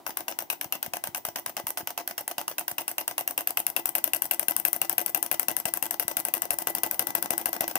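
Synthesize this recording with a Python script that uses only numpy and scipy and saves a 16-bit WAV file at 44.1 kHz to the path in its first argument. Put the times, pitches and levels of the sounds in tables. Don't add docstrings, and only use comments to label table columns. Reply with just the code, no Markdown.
import sys
import numpy as np
from scipy import signal
from scipy.fft import rfft, irfft
from scipy.io import wavfile
from scipy.ndimage import uniform_filter1d, map_coordinates

SR = 44100
rng = np.random.default_rng(int(sys.argv[2]) if len(sys.argv) > 2 else 0)


def wrap_up_sound(samples):
    columns = np.atleast_2d(samples).T
    tamed = np.clip(columns, -1, 1)
    steps = np.round(tamed * 32767).astype(np.int16)
    wavfile.write(sys.argv[1], SR, steps)


N = 343084
T = np.arange(N) / SR
RING_T = T[:SR // 2]

# (t/s, speed/turns a second)
SPEED = [(0.0, 4.629), (0.4, 4.596), (0.55, 4.379), (0.83, 4.77), (1.19, 4.699), (1.8, 4.904), (3.28, 5.06),
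         (3.77, 5.246), (4.68, 6.066), (5.1, 6.029), (5.56, 5.845), (6.09, 5.822), (6.62, 6.058),
         (7.78, 6.84)]
# (delay/s, level/dB, timing scatter/s)
PUSH_CHATTER = [(.006, -10, 0.0012), (.0115, -7.5, 0.00083), (.0205, -14.5, 0.0011), (.0265, -11.5, 0.0019),
                (.030, -6, 0.0018), (.035, -11.5, .003)]
PULL_CHATTER = [(.010, -12, .002), (.014, -11, .002), (.019, -11, .002), (.024, -13, .002),
                (.0337, 3, .001), (.036, -8, .0015), (.040, -15, .002)]
# (t/s, level/dB)
WHEEL_NEAR = [(0, -1.5), (1.5, -5), (3, -3.5), (4, 0.5), (4.8, 0), (6, -0.5), (7, 4.5), (7.78, 2)]
# (f/Hz, width/Hz, level/dB)
THUMP_MODES = [(110, 24, -1), (177, 32, -4.5), (234, 250, 5)]


def engine():
    # (t/s, left minus right/dB)
    side = [(0, 6.5), (.7, 4), (1.95, -1), (3.5, 4.5), (3.9, 9.5), (5.1, 11.5), (6.65, 8), (7.15, 12),
            (7.6, 6.5)]
    # (f/Hz, width/Hz, level/dB)
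    wheel_modes = [(1998, 8, -3)]
    # (f/Hz, width/Hz, level/dB)
    steel_modes = [(14890, 15, -2), (15013, 14, 0), (15121, 14, 1), (15235, 18, -5)]
    times, knock_db, rod_db, frame_db, chatter_db, base_db = strokes()
    rebounds = rebound_times(times)
    near_db = on_time(WHEEL_NEAR, times)
    ticks = metal_ticks(times, rebounds, knock_db, chatter_db)
    clacks = rod_and_frame_clacks(times, rebounds, rod_db, frame_db, base_db)
    wood = base_knocks(times, rebounds, base_db, near_db)
    hum = base_hum(times + .025, .74 * near_db + 1.17 * base_db - 10)
    wheel = rings(times, .7 * near_db + base_db - 11, wheel_modes, scatter_db=1.5, detune=.002)
    sizzle = rings(times, .4 * near_db - 18, steel_modes, scatter_db=2.5, detune=.0012)
    pan_db = on_time(side, T)
    lag = 1.8 * uniform_filter1d(pan_db, SR)
    return (place(ticks, pan_db, lag, room_db=-12.5)
            + place(clacks + wheel, 4.5 + .32 * pan_db, lag, room_db=-8)
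            + place(wood, .58 + .29 * pan_db, 3 + .5 * lag, room_db=-11.5)
            + hum
            + place(sizzle, .5 * pan_db, lag, room_db=6))


def strokes():
    # (push/dB, pull/dB, push and pull gain/dB per extra turn a second, scatter/dB)
    knock_force = (3, 5, 4.5, 1.7, 0.6)
    rod_force = (-2.35, -13.5, -0.5, -3, 0.9)
    frame_force = (-5.5, -7.8, 0.2, -1.0, 0.98)
    chatter_force = (7.5, 7, 1.5, -1.5, 2.4)
    base_force = (-4.5, -8, 3, 1.1, 1.8)
    # (t/s, extra level/dB)
    slams = [(.171, 3.5), (.389, 3), (.501, 6), (.724, 5), (4.042, 2.5), (4.565, 1), (5.397, 3),
             (6.994, 1.5), (7.151, 3)]
    # (t/s, level/dB)
    metal_near = [(0, -8), (.9, -5), (2.0, -7), (2.8, -4.5), (3.5, 0.5), (4.05, 0), (5.2, -2), (5.9, -2.5),
                  (7.0, -4), (7.78, -7.5)]
    # (t/s, level/dB)
    rod_level = [(0, -19), (.55, 4), (1.15, -6.5), (1.45, -24), (2.3, -7), (3.1, 2), (4.6, 1), (6.0, -6),
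                 (7.78, -5)]
    times, faster = reversals()
    metal_db = on_time(metal_near, times)
    slam_db = np.zeros(len(times))
    for s, db in slams:
        slam_db[np.argmin(np.abs(times - s))] = db
    return (times, force_db(knock_force, faster) + metal_db + slam_db,
            force_db(rod_force, faster) + on_time(rod_level, times),
            force_db(frame_force, faster),
            force_db(chatter_force, faster) + metal_db,
            force_db(base_force, faster))


def crank(first_push_s=.0657):
    turns = np.cumsum(on_time(SPEED, T)) / SR
    return turns - np.interp(first_push_s, T, turns)


def reversals():
    turns = crank()
    k = np.arange(int(2 * turns[-1]) + 1)
    faster = on_time(SPEED, np.interp(k / 2, turns, T)) - 5
    pull_turns = .4886 - .0043 * faster
    return np.interp(k // 2 + k % 2 * pull_turns, turns, T), faster


def force_db(rule, faster):
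    push_db, pull_db, push_gain_db, pull_gain_db, scatter_db = rule
    is_pull = np.arange(len(faster)) % 2
    db = np.where(is_pull, pull_db + pull_gain_db * faster, push_db + push_gain_db * faster)
    return db + scatter_db * rng.standard_normal(len(faster))


def rebound_times(times):
    rebounds = []
    for k, s in enumerate(times):
        delay, _, scatter = np.transpose(PULL_CHATTER if k % 2 else PUSH_CHATTER)
        rebounds.append(s + delay + scatter * rng.standard_normal(len(delay)))
    return rebounds


def chatter(rebounds, levels_db, scatter_db):
    rebounds_db = []
    for k, db in enumerate(levels_db):
        _, share_db, _ = np.transpose(PULL_CHATTER if k % 2 else PUSH_CHATTER)
        sizes = unit(undb(share_db + scatter_db * rng.standard_normal(len(share_db))))
        rebounds_db.append(db + 20 * np.log10(sizes))
    return np.concatenate(rebounds), np.concatenate(rebounds_db)


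def metal_ticks(times, rebounds, knock_db, chatter_db):
    # (f/Hz, width/Hz, level/dB)
    metal_modes = [(6600, 690, -39), (8325, 560, -4), (9850, 490, 1), (10540, 1600, -6.5),
                   (12770, 1000, 6.5), (12700, 950, -8)]
    metal = body(metal_modes)
    pushes = knocks(times[::2], knock_db[::2] + .5, metal, decay_s=.0013, grain_db=.5, apart_db=13.5)
    pulls = knocks(times[1::2], knock_db[1::2], metal, decay_s=.0008, grain_db=-1, apart_db=-9.5)
    bounces = chatter(rebounds, chatter_db - 7.5, scatter_db=4)
    rattle = knocks(*bounces, metal, decay_s=.0007, grain_db=4.5, apart_db=22)
    return pushes + pulls + rattle + scrape(times, chatter_db - 15.5, metal, length_s=.04, grain_db=6)


def rod_and_frame_clacks(times, rebounds, rod_db, frame_db, base_db):
    # (f/Hz, width/Hz, level/dB)
    rod_modes = [(2660, 220, -15.5), (2762, 94, -13), (3000, 100, -35)]
    # (f/Hz, width/Hz, level/dB)
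    frame_modes = [(966, 157, 3.5), (1276, 190, -2.5), (1570, 117, 4), (2034, 280, -3), (2830, 700, -3.5),
                   (4960, 440, -7.5), (5690, 490, -6.5), (6220, 870, -7)]
    frame = body(frame_modes)
    clacks = knocks(times, rod_db - 2, body(rod_modes), decay_s=.001666, grain_db=3, apart_db=6)
    clacks += knocks(times, frame_db + .091, frame, decay_s=.002444, grain_db=2.5, apart_db=4.5)
    bounces = chatter(rebounds, base_db / 2 - 9, scatter_db=6.5)
    rattle = knocks(*bounces, frame, decay_s=.0015, grain_db=3, apart_db=2.5)
    return clacks + rattle + scrape(times, base_db / 2 - 16.5, frame, length_s=.049, grain_db=3.5)


def base_knocks(times, rebounds, base_db, near_db):
    # (f/Hz, width/Hz, level/dB)
    base_modes = [(185, 19, -12.5), (300, 76, -11.5), (520, 16, -6), (590, 66, 2), (700, 72, 4.5),
                  (779, 48, 1.5), (880, 25, 0), (1134.5, 100, -11)]
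    base = body(base_modes)
    wood = knocks(times, base_db - 8, base, decay_s=.00176, grain_db=7.5, apart_db=-10.5)
    bounces = chatter(rebounds, base_db - 5, scatter_db=0)
    rattle = knocks(*bounces, base, decay_s=.0016, grain_db=3.5, apart_db=-16)
    rock_db = base_db[::2] + near_db[::2] - 18.5
    rocking = knocks(times[::2], rock_db, body(THUMP_MODES), decay_s=.0023, grain_db=5.5, apart_db=-5.5)
    return wood + rattle + rocking


def knocks(times, levels_db, response, decay_s, grain_db, apart_db):
    track = np.zeros((2, N))
    t = T[:SR // 70]
    for s, db in zip(times, levels_db):
        force, size = rng.standard_normal((2, 3, len(t)))
        shared, left, right = force * undb(grain_db * size[0]) * np.sqrt(t) * np.exp(-t / decay_s)
        burst = shared + undb(apart_db) * np.array([left, right])
        contact = np.sqrt(2) * unit(signal.fftconvolve(burst, response[None, :SR // 12], axes=1))
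        add(track, s - decay_s / 2, undb(db) * contact)
    return track


def scrape(times, levels_db, response, length_s, grain_db):
    load = np.zeros(N)
    swell = unit(np.sin(np.pi * np.minimum(RING_T / length_s, 1)))
    for s, db in zip(times, levels_db):
        add(load, s, undb(db) * swell)
    grains = undb(grain_db * rng.standard_normal(N // 16 + 1)).repeat(16)[:N]
    grit = grains * rng.standard_normal((2, N))
    return np.array([convolve(load * channel / grit.std(), response) for channel in grit])


def rings(times, levels_db, modes, scatter_db, detune):
    track = np.zeros((2, N))
    attack = 1 - np.exp(-RING_T / .0087)
    for hz, width, mode_db in modes:
        envelope = np.sqrt(2) * unit(np.exp(-np.pi * width * RING_T)) * attack
        for s, db, (phase, size, bend) in zip(times, levels_db, rng.standard_normal((len(times), 3))):
            tone = np.cos(2 * np.pi * (hz * (1 + detune * bend) * RING_T + phase))
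            add(track, s, undb(db + mode_db + scatter_db * size) * envelope * tone)
    return track


def base_hum(times, levels_db):
    # (f/Hz, width/Hz, level/dB)
    hollow_modes = [(338, 16, 0)]
    hum = rings(times, levels_db, hollow_modes, scatter_db=.9, detune=.0028)
    return place(hum, pan_db=-1, lag=0, room_db=-10)


def bearing_rumble(db, swing_db):
    # (f/Hz, relative level/dB)
    spectrum = [(25, -37), (45, -11), (70, -16), (130, -6.5), (200, -7), (300, 2), (430, -10), (750, 3),
                (2000, -22), (6000, -21.5), (15000, -35)]
    load = np.cos(2 * np.pi * (2 * crank() - .25))
    return undb(db + on_time(WHEEL_NEAR, T) + swing_db * load) * noise(spectrum)


def thumps():
    # (t/s, level/dB)
    events = [(0.656, -21), (0.877, -19.5), (1.086, -18.5), (1.283, -20.5), (1.47, -25), (1.638, -21),
              (1.828, -21), (2.72, -23.5), (5.652, -14), (6.048, -20)]
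    track = np.zeros((2, N))
    thump = unit(signal.fftconvolve(np.hanning(SR // 200), body(THUMP_MODES)))
    for s, db in events:
        add(track, s, undb(db) * thump)
    return place(track, pan_db=6.8, lag=0, room_db=-19)


def room_tone(db):
    # (f/Hz, relative level/dB)
    spectrum = [(25, -18), (60, -47), (130, -21), (350, 15), (800, -33), (2000, -3.5), (6000, -17),
                (15000, -4)]
    return undb(db) * noise(spectrum)


def room_tail():
    # (f/Hz, time to fall 60 dB/s)
    t60 = [(150, 1), (800, 0.14), (3000, 0.14), (8000, 0.2), (14000, 0.14)]
    hz = np.fft.rfftfreq(len(RING_T), 1 / SR)
    white = rfft(rng.standard_normal(len(RING_T)))
    edges_hz = [0, 300, 1000, 3000, 9000, SR / 2]
    tail = np.zeros(len(RING_T))
    for low, high in zip(edges_hz, edges_hz[1:]):
        band = irfft(white * (hz >= low) * (hz < high), len(RING_T))
        tail += band * undb(-60 * RING_T / on_log_hz(t60, (low + high) / 2))
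    return unit(tail * (1 - np.exp(-RING_T / .0007)))


def place(pair, pan_db, lag, room_db):
    channels = []
    for x, side in zip(pair, (1, -1)):
        direct = map_coordinates(x, [np.arange(N) + side * lag / 2], order=5)
        gain = np.sqrt(2 / (1 + undb(-2 * side * pan_db)))
        channels.append(gain * direct + np.sqrt(gain) * undb(room_db) * convolve(x, room_tail()))
    return np.array(channels)


def body(modes):
    hz = np.fft.rfftfreq(len(RING_T), 1 / SR)
    power = sum(undb(2 * db) * (width * hz) ** 2 / ((width * hz) ** 2 + (hz ** 2 - centre ** 2) ** 2)
                for centre, width, db in modes)
    cepstrum = irfft(np.log(power + 1e-9), len(RING_T))
    cepstrum[len(RING_T) // 2:] = 0
    return unit(irfft(np.exp(rfft(cepstrum)), len(RING_T)))


def noise(spectrum):
    shared, left, right = rng.standard_normal((3, N))
    colour = undb(on_log_hz(spectrum, np.fft.rfftfreq(N, 1 / SR)))
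    pair = irfft(rfft(shared + np.array([left, right])) * colour, N)
    return pair / pair.std()


def undb(db):
    return 10 ** (np.asarray(db) / 20)


def unit(x):
    return x / np.sqrt(np.sum(x ** 2))


def convolve(x, response):
    return signal.fftconvolve(x, response)[:N]


def add(track, s, sound):
    start = int(np.clip(s * SR, 0, N))
    track[..., start:start + sound.shape[-1]] += sound[..., :N - start]


def on_time(points, times):
    return np.interp(times, *np.transpose(points))


def on_log_hz(points, hz):
    f, value = np.transpose(points)
    return np.interp(np.log(hz + 1), np.log(f), value)


def scene():
    return engine() + bearing_rumble(db=-50.5, swing_db=5.5) + thumps() + room_tone(db=-58)


def record(dry):
    low_cut = signal.butter(2, 55, "high", fs=SR, output="sos")
    top_cut = signal.ellip(8, .2, 70, 15600, fs=SR, output="sos")
    clipped = np.clip(signal.sosfilt(low_cut, dry), -1, 1)
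    return signal.sosfilt(top_cut, clipped)


dry = scene()
out = record(dry)
wrap_up_sound(out)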